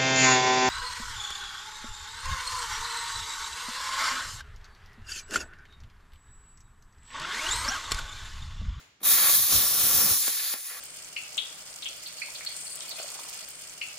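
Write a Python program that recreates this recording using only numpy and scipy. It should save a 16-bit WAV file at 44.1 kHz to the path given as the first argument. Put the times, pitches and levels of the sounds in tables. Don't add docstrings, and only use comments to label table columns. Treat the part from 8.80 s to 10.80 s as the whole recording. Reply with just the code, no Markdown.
import sys
import numpy as np
from scipy.fft import rfft, irfft
from scipy.io import wavfile

SR = 44100
rng = np.random.default_rng(int(sys.argv[2]) if len(sys.argv) > 2 else 0)


def output_pcm(signal):
    pcm = np.clip(np.atleast_2d(signal).T, -1, 1) * 32767
    wavfile.write(sys.argv[1], SR, np.round(pcm).astype(np.int16))


N = 88200
TIME = np.arange(N) / SR
FREQS = np.maximum(np.fft.rfftfreq(N, 1 / SR), 1)
CUTOFF_HZ = 15900


def from_db(db):
    return 10 ** (np.asarray(db) / 20)


def rms_one(x):
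    return x / np.sqrt(np.mean(x ** 2) + 1e-20)


def over_hz(points):
    hz, value = np.transpose(points)
    return np.interp(np.log(FREQS), np.log(hz), value)


def over_time(points):
    return np.interp(TIME, *np.transpose(points))


def low_part(x, edge_hz, order):
    return irfft(rfft(x) / (1 + (FREQS / edge_hz) ** order), N)


def drift(rate_hz):
    return rms_one(low_part(rng.standard_normal(N), rate_hz, 2))


def far_noise(colour):
    alike = 1 / (1 + (FREQS / 450) ** 2)
    white = rfft(rng.standard_normal((3, N)))
    channels = np.sqrt(alike) * white[0] + np.sqrt(1 - alike) * white[1:]
    return rms_one(irfft(from_db(over_hz(colour)) * channels, N))


# pitch_hz, level_db
SHOP_COLOUR = [(20, -12), (55, -1), (120, 5), (300, -2), (1000, -5), (3000, -2.5), (7000, -9), (10000, -34),
               (16000, -42)]
# pitch_hz, level_db
TAIL_COLOUR = [(50, -3), (180, -1), (500, -4), (1200, 0), (2000, 2.5), (2900, 0.5), (6200, -4.5), (7000, 3),
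               (7800, -8), (12000, -12), (16000, -13)]
SHOP_DB, TAIL_START_DB = -67.5, -52.5
TAIL_BRIGHT_HZ = 5970
DULL_FALL_DB_PER_S, BRIGHT_FALL_DB_PER_S = 77, 166


def workshop():
    tail = from_db(TAIL_START_DB) * far_noise(TAIL_COLOUR)
    dull = low_part(tail, TAIL_BRIGHT_HZ, 4)
    bright = tail - dull
    dying_dull = dull * from_db(-DULL_FALL_DB_PER_S * TIME)
    dying_bright = bright * from_db(-BRIGHT_FALL_DB_PER_S * TIME)
    return from_db(SHOP_DB) * far_noise(SHOP_COLOUR) + dying_dull + dying_bright


def echo(share):
    return 1 + share * np.exp(-2j * np.pi * FREQS * 0.0036)


def scatter():
    count = 16
    delays_s = rng.uniform(.004, .03, count)
    sizes = rng.choice([-1, 1], count) / np.sqrt(count)
    spray = sum(size * np.exp(-2j * np.pi * FREQS * s) for s, size in zip(delays_s, sizes))
    return 1 + 0.28 * spray


# pitch_hz, lead_rad
PORT_PHASE = [(50, .05), (1700, .3), (2800, 1.8), (3300, .3), (4000, .3), (5300, 1.9), (6300, .5),
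              (7000, .3), (7900, -2.9), (8750, -3.3), (9750, -6.1), (10400, -6.4), (11600, -9.3),
              (12550, -9.5), (13650, -12.4), (14700, -12.8), (15200, -15.6), (16000, -15.7)]
# pitch_hz, difference_db
PORT_BALANCE = [(100, 2.5), (600, 0), (1500, -2.5), (3200, 1.5), (4300, -0.5), (7200, 2), (8500, 0.5),
                (16000, 0)]


def at_ports(left, right):
    tilt = from_db(over_hz(PORT_BALANCE) / 2)
    right_lag = np.exp(-1j * over_hz(PORT_PHASE))
    return irfft(np.array([left * tilt, right / tilt * right_lag]), N)


# pitch_hz, likeness
PORT_LIKENESS = [(60, .93), (500, .86), (1300, .88), (2800, .55), (4000, .85), (5600, .42), (7300, .5),
                 (8400, .98), (9100, .75), (10000, .97), (10900, .78), (12000, .98), (13000, .8),
                 (14000, .97), (15000, .75), (15600, .97)]


def near_noise(source, gain):
    alike = np.clip(over_hz(PORT_LIKENESS), 0, .995)
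    shared = np.sqrt(alike) * rfft(rms_one(source))
    diffuse = np.sqrt(1 - alike) * rfft(rng.standard_normal((2, N)))
    left, right = gain * (shared + diffuse)
    return rms_one(at_ports(left, right))


# pitch_hz, width_hz, lift_db
RESONANCES = [(517, 130, 3.5), (742, 70, 5.5), (1078, 21.5, 8.5), (1152, 130, 6), (1385, 76, 6.5),
              (1732, 73, 5.5), (2490, 49, 4.5), (3263, 40, 5.5), (3553, 91, 7.5), (3820, 100, 4),
              (4040, 30, 4.5), (4060, 35, 3), (4250, 58, 4), (4810, 130, 2), (5520, 120, 2.5),
              (6470, 77, 2.5), (6685, 56, 4), (11160, 92, 7)]
ROAR_BELOW_HZ = 3120


def torch(stage, colour, sparks_per_s, spark_db, flutter_db, roar_flutter_db):
    time_s, level_db, roar_db = np.transpose(stage)
    sizes = from_db(5.2 * np.minimum(rng.exponential(1, N), 3.5)) * rng.choice([-1, 1], N)
    sparks = rms_one(sizes * (rng.random(N) < sparks_per_s / SR))
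    source = rng.standard_normal(N) + from_db(spark_db) * sparks

    lift_db = sum(lift / (1 + (2 * (FREQS - hz) / width) ** 2) for hz, width, lift in RESONANCES)
    gain = from_db(over_hz(colour) + lift_db) * echo(0.068) * scatter()
    jet = near_noise(source, gain)

    roar = low_part(jet, ROAR_BELOW_HZ, 6)
    hiss = jet - roar
    roar_gain = from_db(np.interp(TIME, time_s, roar_db) + roar_flutter_db * drift(36))
    hiss_gain = from_db(flutter_db * drift(58))
    level = from_db(np.interp(TIME, time_s, level_db, left=-120, right=-120))
    return level * (hiss * hiss_gain + roar * roar_gain)


def waver(x, count=18):
    place = np.minimum(FREQS / CUTOFF_HZ, 1) * (count - 1)
    spectrum = rfft(x)
    out = 0
    for k in range(count):
        band = irfft(spectrum * np.maximum(1 - abs(place - k), 0), N)
        out = out + band * from_db(1.0 * drift(7.1))
    return out


# time_s, lift_db
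HARSHNESS = [(.25, 0), (.33, 1.1), (.55, 2), (.67, 0), (.745, 3.5), (.85, 1), (1.05, 1.5), (1.2, -2),
             (1.42, -1), (1.68, 2.5), (1.82, -3.5), (1.97, 0.5)]
HARSH_HZ, HARSH_HALF_WIDTH_HZ = 4000, 930


def harshen(x):
    band = irfft(rfft(x) / (1 + ((FREQS - HARSH_HZ) / HARSH_HALF_WIDTH_HZ) ** 4), N)
    return x + band * (from_db(over_time(HARSHNESS)) - 1)


# time_s, level_db, roar_db
PILOT_ARC = [(.199, -81, 9), (.206, -58, 18), (.213, -61, 12), (.216, -50, 11), (.227, -52.5, 3),
             (.232, -31.5, 2.5), (.26, -20, -2.5), (.305, -16.3, -5.5), (.35, -18.5, 1), (.44, -18.5, 2),
             (.545, -17, -1), (.585, -20, -4), (.68, -21.5, -6.5), (.73, -22.5, 1)]
# pitch_hz, level_db
PILOT_COLOUR = [(40,-20), (100,-18), (250,-21.5), (450,-18), (850,-15), (1000,-12), (1150,-10.5),
                (1500,-12.5), (1800,-9), (2550,-8.5), (2780,-12.5), (3300,-10), (3900,-6), (5000,-7.5),
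                (6600,-5), (7400,-7), (8400,-5.5), (9200,-2.5), (10500,-1.5), (11500,2), (12400,-0.5),
                (13400,3), (14800,-2.5), (15700,-3)]


def pilot_arc():
    return torch(PILOT_ARC, PILOT_COLOUR, sparks_per_s=3000, spark_db=-9.5, flutter_db=.5, roar_flutter_db=1.0)


# peak_s, level_db, length_s, top_hz
PUFFS = [(0.221, -55, 0.0086, 496), (0.274, -53.5, 0.026, 268), (0.337, -54, 0.009, 150),
         (0.598, -49.5, 0.041, 141), (0.737, -41, 0.0094, 218), (0.77, -36.5, 0.018, 74),
         (.88, -53, 0.058, 55), (1.037, -48.5, 0.014, 95), (1.152, -44.5, 0.022, 132),
         (1.189, -42, 0.0036, 85), (1.253, -42, 0.016, 300), (1.314, -41.5, 0.015, 124)]


def puffs():
    out, white = 0, rfft(rng.standard_normal(N))
    for peak_s, level_db, length_s, top_hz in PUFFS:
        bottom_hz = 0.52 * top_hz
        band = 1 / np.sqrt((1 + (FREQS / top_hz) ** 6) * (1 + (bottom_hz / FREQS) ** 6))
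        swell = np.exp(-.5 * ((TIME - peak_s) / length_s) ** 2)
        rumble = rms_one(swell * irfft(white * band, N))
        out = out + from_db(level_db) * rumble * np.sqrt(np.mean(swell ** 2))
    return out


# time_s, level_db, roar_db
CUTTING = [(.66, -40.5, 0), (.71, -24, 1.5), (.738, -17.5, -0.5), (.76, -18.5, -2), (.8, -20.5, 1),
           (.85, -21, -1.5), (.95, -22.5, -1), (1.03, -19.5, -1.5), (1.11, -20.5, 2.5), (1.21, -17.5, -0.5),
           (1.25, -20, 1), (1.315, -19, 0), (1.37, -23, -7.5), (1.43, -27.5, -10)]
# pitch_hz, level_db
CUT_COLOUR = [(40,-17), (100,-13.5), (250,-14), (500,-16), (950,-16), (1150,-13.5), (1550,-15.5),
              (2200,-12.5), (2900,-11), (3600,-9.5), (4300,-7), (4900,-7), (5600,-1.5), (6500,-6),
              (7400,-6.5), (8300,-2), (10400,-1.5), (11400,-1.5), (12500,-3), (13700,3), (15700,-4.5)]


def cutting():
    return torch(CUTTING, CUT_COLOUR, sparks_per_s=2500, spark_db=-10, flutter_db=0.53, roar_flutter_db=1.0)


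# time_s, level_db, roar_db
FREE_ARC = [(1.3, -29, 1), (1.37, -30.5, 2), (1.43, -26, -2), (1.48, -23.5, 2), (1.51, -27, -1),
            (1.6, -29, 1.5), (1.735, -28.5, 3.5), (1.748, -35.5, 8.5), (1.8, -57, 15)]
# pitch_hz, level_db
FREE_COLOUR = [(40, -24.5), (100, -24), (250, -25), (500, -24), (900, -19.5), (1200, -18.5), (1800, -10),
               (2300, -9), (2900, -10), (3700, -8), (4400, -2.5), (5500, -3.5), (6700, -2), (7400, -3),
               (8400, -1.5), (9200, -0.5), (11600, 0), (13000, 3), (15700, -5.5)]


def free_arc():
    return torch(FREE_ARC, FREE_COLOUR, sparks_per_s=1400, spark_db=-14.5, flutter_db=0.5, roar_flutter_db=1.9)


# start_s, strength_db, bright_hz, low_hz (upper and lower edge)
POPS = [(1.4724, -7, 2200, 1000), (1.4776, -11, 5000, 2800), (1.4797, -0.5, 2200, 288),
        (1.7389, -4, 3400, 280)]


def pops():
    w, pulses = 1j * FREQS, 0
    for start_s, strength_db, bright_hz, low_hz in POPS:
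        high_pass = w ** 2 / (w ** 2 + w * low_hz + low_hz ** 2)
        low_pass = 1 / (1 + np.sqrt(3) * w / bright_hz + (w / bright_hz) ** 2)
        delay = np.exp(-2 * np.pi * w * start_s)
        pulses = pulses + from_db(strength_db) * high_pass * low_pass * delay
    smear = ((450 - w) / (450 + w)) ** 2
    sound = pulses * smear * echo(0.35) * scatter()
    return at_ports(sound, sound)


# time_s, level_db, roar_db
COOLING_AIR = [(1.72, -45, -2), (1.745, -41, 1), (1.785, -35, -7), (1.825, -36.5, -10.5),
               (1.855, -34, -5.5), (1.885, -34.5, -1.5), (1.96, -38.5, 6.5), (2.0, -39, 3)]
# pitch_hz, level_db
AIR_COLOUR = [(40,-50), (200,-32), (500,-16.5), (850,-14.5), (1200,-11.5), (1550,-11), (1900,-4.5),
              (2500,-6.5), (3000,-9.5), (3700,-8.5), (4500,-5), (7500,-6.5), (8400,-4), (10000,0.5),
              (11400,-9.5), (12600,-1), (15700,-6)]


def cooling_air():
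    return torch(COOLING_AIR, AIR_COLOUR, sparks_per_s=910, spark_db=-26, flutter_db=0.5, roar_flutter_db=1.2)


def scene():
    jet = pilot_arc() + cutting() + free_arc() + cooling_air()
    return workshop() + harshen(waver(jet)) + puffs() + pops()


def record(dry):
    bass_cut = 1 / np.sqrt(1 + (40 / FREQS) ** 12)
    top_cut = 1 / np.sqrt(1 + (FREQS / CUTOFF_HZ) ** 600)
    return irfft(rfft(dry) * bass_cut * top_cut, N)


dry = scene()
out = record(dry)
output_pcm(out)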